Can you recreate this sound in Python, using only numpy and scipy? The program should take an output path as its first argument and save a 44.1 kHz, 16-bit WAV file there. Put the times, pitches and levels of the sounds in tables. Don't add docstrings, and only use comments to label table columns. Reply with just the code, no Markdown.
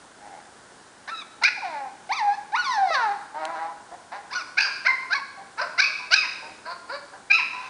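import sys
import numpy as np
from scipy import signal
from scipy.fft import rfft, irfft, next_fast_len
from scipy.io import wavfile
from scipy.ndimage import uniform_filter1d, map_coordinates

SR = 44100
rng = np.random.default_rng(int(sys.argv[2]) if len(sys.argv) > 2 else 0)


def digitize_waveform(pressure):
    field = np.atleast_2d(pressure).T
    bounded = np.clip(field, -1, 1)
    quanta = np.round(bounded * 32767).astype(np.int16)
    wavfile.write(sys.argv[1], SR, quanta)


def linear_from_db(decibels):
    return 10 ** (np.asarray(decibels, float) / 20)


N = 339129

# break_s, length_s, first_hz, last_hz, level_db
YIP_CLIMBS = [
    (1.434, .021, 410, 510, -24),
    (4.595, 0.025, 707, 908, -13.5),
    (4.615, 0.02, 819, 960, -16.5),
    (4.879, .031, 602, 843.8, -14.5),
    (5.146, 0.048, 669, 891, -17.5),
    (5.812, 0.035, 668.5, 867, -12),
    (6.153, .047, 643.4, 883, -11),
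    (7.323, 0.024, 782, 826.4, -10.5),
    (4.349, 0.05, 752, 1410, -29.5),
    (5.61, .038, 413.3, 560, -25.5),
]
# length_s, first_hz, top_hz, last_hz, level_db
YIP_FALLS = [(0.057, 680, 810, 870, -11), (.006, 740, 1000, 845, -27), (0.06, 1630, 1580, 890, -22),
             (0.039, 1030, 1065, 910, -17.5), (.06, 1110, 1120, 790, -23.5), (.075, 1100, 1280, 1240, -20),
             (.105, 1265, 1275, 880, -19.5), (0.087, 1260, 1350, 830, -15.5), (.075, 1450, 1470, 1100, -22),
             (0.065, 570, 745, 460, -26)]
# brightness_db_per_octave, room_db, mouth_hz, mouth_db
CLIMB_MOUTHS = [(-0.5, -17, 762.5, 25), (4, -3.5, 2330, 12), (8.5, -2, 2500, 16.5), (2.5, -10, 2110, 16.5),
                (1.5, -10.5, 1420, 7.5), (5, -9, 2200, 8.5), (7, -10, 2720, 9), (0.5, -8.5, 2450, 17.5),
                (-1, -1, 5400, 7.5), (-3, 0, 5500, 8.5)]
# brightness_db_per_octave, room_db, mouth_hz, mouth_db
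FALL_MOUTHS = [(6, -9, 2230, 18.4), (1.5, -12.5, 2700, 9), (1, 0, 5320, 12), (1, -1.5, 2100, 16),
               (0, -7.5, 2200, 4.9), (4, 0.5, 2520, 14), (6, -1.5, 2330, 13.495), (5, -2.5, 2520, 18.1),
               (-1.5, -9, 5700, 14), (-5.5, -7.5, 5300, 13)]
# share_of_length_to_come, share_of_climb, level_db
CHEST_SHAPE = [(1, 0.0083, -24), (.75, 0.093, -10.5), (.25, .65, -.1), (0.016, 0.98, -13)]
# share_of_length, share_of_rise, share_of_sag, level_db
HEAD_SHAPE = [(0, 0.18, 0.0082, -12), (0.088, 0.00814, 0.012, -0.76), (.38, .99, 0.0093, -4.5),
              (.62, .99, .3, -13.5), (1, 1, 1, -15)]
EFFORT_BRIGHTENS = 0.31
YIP_DOUBLING = 0.21

# room_db, mouth_hz, mouth_db
WHIMPER_MOUTHS = [
    (-10.5, 3456, 10),
    (-9, 460, -3.5),
    (-9, 2110, 6),
    (-8.5, 1911, 6),
    (-9, 2760, -7.5),
    (-8.5, 1400, 12.5),
]
# time_s, pitch_hz, level_db, brightness_db_per_octave
PEEP = [(1.088, 1086, -39.5, 0), (1.11, 1296, -40.5, -3), (1.126, 1373, -29.5, -12.5),
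        (1.142, 1312, -31, -10.5), (1.154, 1272, -41, 3), (1.196, 1294, -33.5, 3), (1.215, 1220, -40.5, 4),
        (1.228, 1105, -35.5, -10)]
SIGH = [(1.545, 1116, -58, -15), (1.583, 782, -34, -12), (1.599, 703, -56, 7), (1.63, 450, -35.5, -6.5),
        (1.65, 375.5, -33, 1.5), (1.694, 335.7, -38.5, -2), (1.759, 289, -33, -2), (1.868, 260.2, -33, -11),
        (1.9, 240, -53.5, 6.5)]
WHINE = [(2.091, 677, -38.5, 2.5), (2.112, 842, -23, -1.5), (2.13, 1151, -25, 2),
         (2.151, 1325, -39.5, -0.5), (2.176, 1174, -29, 3.5), (2.202, 921, -25.5, 4),
         (2.231, 829, -24, -12.5), (2.303, 808, -21.5, -5.5), (2.356, 870, -36, 5.5)]
YELP = [(2.52, 742, -41.5, 5), (2.536, 823, -25.5, -3.5), (2.549, 920, -19.5, -2.5),
        (2.56, 1204, -27, -1.5), (2.577, 1445, -30.5, 1), (2.6, 1470, -25, 3), (2.619, 1403, -33.5, 2),
        (2.643, 1226, -39, 1.5)]
WAIL = [(2.642, 1245, -36.5, 5), (2.672, 1088, -24.5, 0), (2.71, 1001, -25, 4.5), (2.755, 873, -26, 4.5),
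        (2.785, 807.6, -18, -5), (2.83, 776, -23, -4), (2.87, 724, -31, 0), (2.905, 660, -28.5, 2.5)]
SOB = [(2.905, 660.6, -25.5, -0.5), (2.936, 635, -27, 3.5), (2.954, 559.7, -21.5, 3),
       (2.97, 523, -24.5, -3), (3.022, 459.7, -23.5, 1), (3.099, 396.2, -26.5, -7.5),
       (3.12, 409, -23, -3.5), (3.165, 386, -42.5, -20)]
# time_s, pitch_hz, level_db, period_doubling (0-1)
GRUMBLE = [(3.345, 280, -37, 0.2), (3.36, 306, -36, 0.5), (3.402, 318.4, -31.5, 0), (3.438, 310, -29.5, 1),
           (3.531, 340.2, -36.5, 0), (3.566, 312.8, -30.5, .9), (3.602, 326, -32, 0.8),
           (3.66, 330.8, -34.5, 1), (3.73, 339.6, -48.5, 0.1)]

# start_s, length_s, first_hz, top_hz, level_db
ARCHES = [(6.646, .11, 298, 354, -34.5), (6.885, 0.1, 408.3, 587, -32.5), (7.127, 0.054, 400, 394, -45),
          (1.473, 0.025, 960, 990, -25), (1.073, 0.035, 460.5, 611, -34), (3.909, 0.056, 313.5, 363, -41.5),
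          (3.975, 0.04, 322.2, 320, -50), (4.11, 0.083, 312.3, 415.7, -36),
          (5.368, 0.079, 386, 397.5, -44.5), (5.978, 0.091, 495.5, 497, -45.5),
          (6.41, .12, 296.7, 309.4, -45.5), (7.497, 0.24, 481, 514.6, -43)]
# brightness_db_per_octave, period_doubling (0-1), room_db, mouth_hz, mouth_db
ARCH_MOUTHS = [(-9, 0.4, -5.5, 4550, 16), (-9, 0.31, -5.5, 4550, 14.5), (-9.5, 0.4, -7, 710, 21.5),
               (7.5, 1, -8, 1700, 32.5), (4.5, .55, -8, 1680, 12.5), (-7, .12, -11.5, 1900, 5),
               (-6.5, .05, -3, 998, 8), (0, 0.6, -5, 1440, 4.5), (-5, .45, -9.5, 802, -2),
               (6, 0, -6, 1003, 12), (-5, 0.3, -4.5, 901, -2), (3, 0.14, -2, 997, 3)]
# share_of_length, share_of_climb, level_db
ARCH_SHAPE = [(0, 0.029, -23.5), (.15, .25, 0.5), (.45, .8, -0.7), (.7, .99, 1), (0.998, .8, -17.5)]

# frequency_hz, level_db
OPEN_THROAT = [(150, -74), (400, -36), (650, -6.5), (807, -19), (1000, 4), (1200, -12), (1500, 5.5),
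               (1810, -7.5), (2520, -8.5), (2900, -14.5), (3230, -21), (3900, -7), (4810, -10), (6250, -18),
               (6800, -33), (10500, -44.5)]
# frequency_hz, level_db
CLOSED_THROAT = [(150, -86.5), (300, -21), (500, -18.5), (650, 2.5), (807, 10), (1000, 5.5), (1200, -14),
                 (1500, -3), (1900, -4), (2520, -14.5), (3230, -20.5), (3900, -11), (4810, -20.5),
                 (6250, -20), (6800, -39), (10500, -43)]
# frequency_hz, level_db
SPEAKER = [(2950, 1), (3270, -3), (3600, -2), (4300, 0), (4800, 3), (5300, -1), (6300, -5), (6900, -6.5)]
MOUTH_WIDTH = 0.17
TOP_HZ = 10330
OPEN_SMEAR, CLOSED_SMEAR, GRUNT_SMEAR = 0.13, 0.09, 0.13
STRAIN, SMEAR_RISE = 1.45, 1.45

# time_s, level_db
GROWL_LEVEL = [(0.15, -56), (0.162, -65), (0.222, -44), (0.292, -44), (0.378, -42.5), (0.55, -64)]
# time_s, pulses_per_s
GROWL_RATE = [(.2, 95), (.26, 104), (.34, 85.87), (.4, 82), (.5, 116)]
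# frequency_hz, level_db
GROWL_COLOUR = [(400, -26.5), (620, -5), (820, 8), (1100, -20.5), (1500, -11.5), (2100, -12), (3000, -34)]

# time_s, peak_db
TICKS = [
    (1.437, -11),
    (3.453, -15),
]
# frequency_hz, level_db
TICK_COLOUR = [(200, -25), (500, -3), (2000, -8), (4200, 0), (6000, -10), (9000, -14)]

# frequency_hz, t60_s
ROOM_DECAY = [(400, 0.499), (1000, 1), (2500, 0.84), (5000, 0.80215), (8000, 0.78)]
# delay_s, level_db
WALLS = [(.013, -12), (.022, -5), (.043, -10)]

# frequency_hz, level_db_per_hz
HISS_COLOUR = [(15, -37.5), (25, -19.5), (119, -11.5), (274, -5.5), (399, -6.5), (431, -6), (568, -8),
               (829, -5), (1270, -9.5), (1440, -5), (2450, -18.5), (3000, -17.5), (9550, -19.5),
               (10300, -23), (13400, -64), (22000, -120)]
HISS_DB = -50


def puppy():
    soft = list(arches())
    calls = [(*call, OPEN_THROAT, OPEN_SMEAR) for call in [*yips(), *soft[:4]]]
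    calls += [(*call, CLOSED_THROAT, CLOSED_SMEAR) for call in whimpers()]
    calls += [(*call, CLOSED_THROAT, GRUNT_SMEAR) for call in [grumble(), *soft[4:]]]
    direct, sent = np.zeros(N), np.zeros(N)
    for (room_db, mouth_hz, mouth_db), rows, throat, smear in calls:
        start, call = voice(rows, throat, smear * STRAIN, mouth_hz, mouth_db)
        call = call[:N - start]
        direct[start:start + len(call)] += call
        sent[start:start + len(call)] += call * linear_from_db(room_db)
    return coloured(direct, SPEAKER), coloured(sent, SPEAKER)


def yips():
    for climb, fall, climb_mouth, fall_mouth in zip(YIP_CLIMBS, YIP_FALLS, CLIMB_MOUTHS, FALL_MOUTHS):
        break_s, climb_s, low_hz, high_hz, chest_db = climb
        fall_s, first_hz, top_hz, last_hz, head_db = fall
        chest = [(break_s - share * climb_s, low_hz + rise * (high_hz - low_hz), chest_db, db)
                 for share, rise, db in CHEST_SHAPE]
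        head = [(break_s + share * fall_s,
                 first_hz + rise * (top_hz - first_hz) + sag * (last_hz - top_hz), head_db, db)
                for share, rise, sag, db in HEAD_SHAPE]
        for half, (tilt_db, *mouth) in [(chest, climb_mouth), (head, fall_mouth)]:
            yield mouth, [(s, hz, level_db + db, tilt_db + EFFORT_BRIGHTENS * db, YIP_DOUBLING)
                          for s, hz, level_db, db in half]


def whimpers():
    return zip(WHIMPER_MOUTHS, [PEEP, SIGH, WHINE, YELP, WAIL, SOB])


def grumble():
    mouth = (-6, 1255, 9.6)  # room_db, mouth_hz, mouth_db
    tilt_db = -3.5
    return mouth, [(s, hz, db, tilt_db, doubling) for s, hz, db, doubling in GRUMBLE]


def arches():
    for (start_s, length_s, first_hz, top_hz, level_db), settings in zip(ARCHES, ARCH_MOUTHS):
        tilt_db, doubling, *mouth = settings
        yield mouth, [(start_s + share * length_s, first_hz + rise * (top_hz - first_hz),
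                       level_db + db, tilt_db, doubling) for share, rise, db in ARCH_SHAPE]


def voice(rows, throat, hoarse, mouth_hz, mouth_db):
    s, *columns = np.array(sorted(rows)).T
    start = round(s[0] * SR)
    t = np.arange(start, round(s[-1] * SR)) / SR
    curves = [uniform_filter1d(np.interp(t, s, column), size=SR // 250) for column in columns]
    hz, level_db, tilt_db, *doubling = curves
    hz = hz * (1 + 0.0066 * wobble(120.02, len(t)))
    phase = 2 * np.pi * np.cumsum(hz) / SR

    order = np.arange(1, 41)[:, None] / (2 if doubling else 1)
    order = order[order[:, 0] * hz.min() < TOP_HZ]
    line_hz = order * hz
    octaves = np.log2(line_hz / 1500)
    mouth = mouth_db * np.exp(-0.5 * (np.log2(line_hz / mouth_hz) / MOUTH_WIDTH) ** 2)
    gain = linear_from_db(along(throat, line_hz) + mouth + tilt_db * octaves) * (line_hz < TOP_HZ)
    smear = np.clip(np.abs(hoarse) * (line_hz / 1500) ** SMEAR_RISE, 0, 0.95)
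    if doubling:
        gain[::2] *= np.clip(doubling[0], 0, 1)
        loose = np.clip((-31 - level_db) / 22, 0, 0.6)
        smear = np.clip(smear + loose, 0, 0.95)

    drift = linear_from_db(3 * haze(gain.shape, 35).real)
    lines = drift * np.sqrt(1 - smear ** 2) + smear * haze(gain.shape, 450)
    spin = np.exp(1j * (order * phase + 0.4 * order ** 2))
    tone = (gain * lines * spin).imag.sum(0)
    tone /= np.sqrt((gain ** 2).sum(0) / 2)
    edge = np.clip(np.minimum(t - t[0], t[-1] - t) / 0.0015, 0, 1)
    return start, linear_from_db(level_db) * edge * tone


def growl():
    t = np.arange(N) / SR
    s, db = np.transpose(GROWL_LEVEL)
    rate = np.interp(t, *np.transpose(GROWL_RATE)) * (1 + 0.04 * wobble(50, N))
    pulses = np.diff(np.floor(np.cumsum(rate) / SR), prepend=0)
    pulses = pulses * linear_from_db(2.5 * wobble(60, N))
    source = unit(pulses) + 0.45 * rng.standard_normal(N)
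    return linear_from_db(np.interp(t, s, db, -120, -120)) * unit(coloured(source, GROWL_COLOUR))


def ticks():
    out = np.zeros(N)
    t = np.arange(SR // 20) / SR
    for s, peak_db in TICKS:
        crack = linear_from_db(peak_db - 60 * t / 0.01) * rng.standard_normal(len(t))
        out[round(s * SR):][:len(t)] += crack
    return coloured(out, TICK_COLOUR)


def room(x):
    hz, t, z = signal.stft(rng.standard_normal(SR), SR, nperseg=256)
    decay = linear_from_db(-60 * t / along(ROOM_DECAY, hz)[:, None])
    tail = signal.istft(z * decay, SR, nperseg=256)[1]
    fade_in = np.clip(np.arange(len(tail)) / SR / 0.0037, 0, 1)
    tail *= fade_in / np.linalg.norm(tail)
    for s, db in WALLS:
        tail[round(s * SR)] += linear_from_db(db)
    return signal.fftconvolve(x, tail)[:N]


def hiss():
    noise = unit(coloured(rng.standard_normal(N), HISS_COLOUR))
    return linear_from_db(HISS_DB + 0.53 * wobble(7.4, N)) * noise


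def unit(x):
    return x / np.sqrt(np.mean(np.abs(x) ** 2) + 1e-20)


def along(points, hz):
    f, v = np.transpose(points)
    return np.interp(np.log(hz + 1), np.log(f + 1), v)


def coloured(x, points):
    size = next_fast_len(len(x) + 8192)
    gain = linear_from_db(along(points, np.fft.rfftfreq(size, 1 / SR)))
    return irfft(rfft(x, size) * gain, size)[:len(x)]


def wobble(rate, size):
    knots = rng.standard_normal(int(size * rate / SR) + 4)
    return map_coordinates(knots, [np.arange(size) * rate / SR])


def haze(shape, width_hz):
    z = rng.standard_normal((2, *shape))
    for _ in range(2):
        z = uniform_filter1d(z, size=round(SR / width_hz))
    return unit(z[0] + 1j * z[1])


def scene():
    direct, sent = puppy()
    return (direct + room(sent) + growl() + ticks() + hiss())[None]


def top_cut(x):
    return signal.sosfilt(signal.butter(12, 10810, fs=SR, output="sos"), x)


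def record(dry):
    mix = coloured(dry[0], [(TOP_HZ - 150, 0), (TOP_HZ, -80)])[None]
    return top_cut(mix)


dry = scene()
out = record(dry)
digitize_waveform(out)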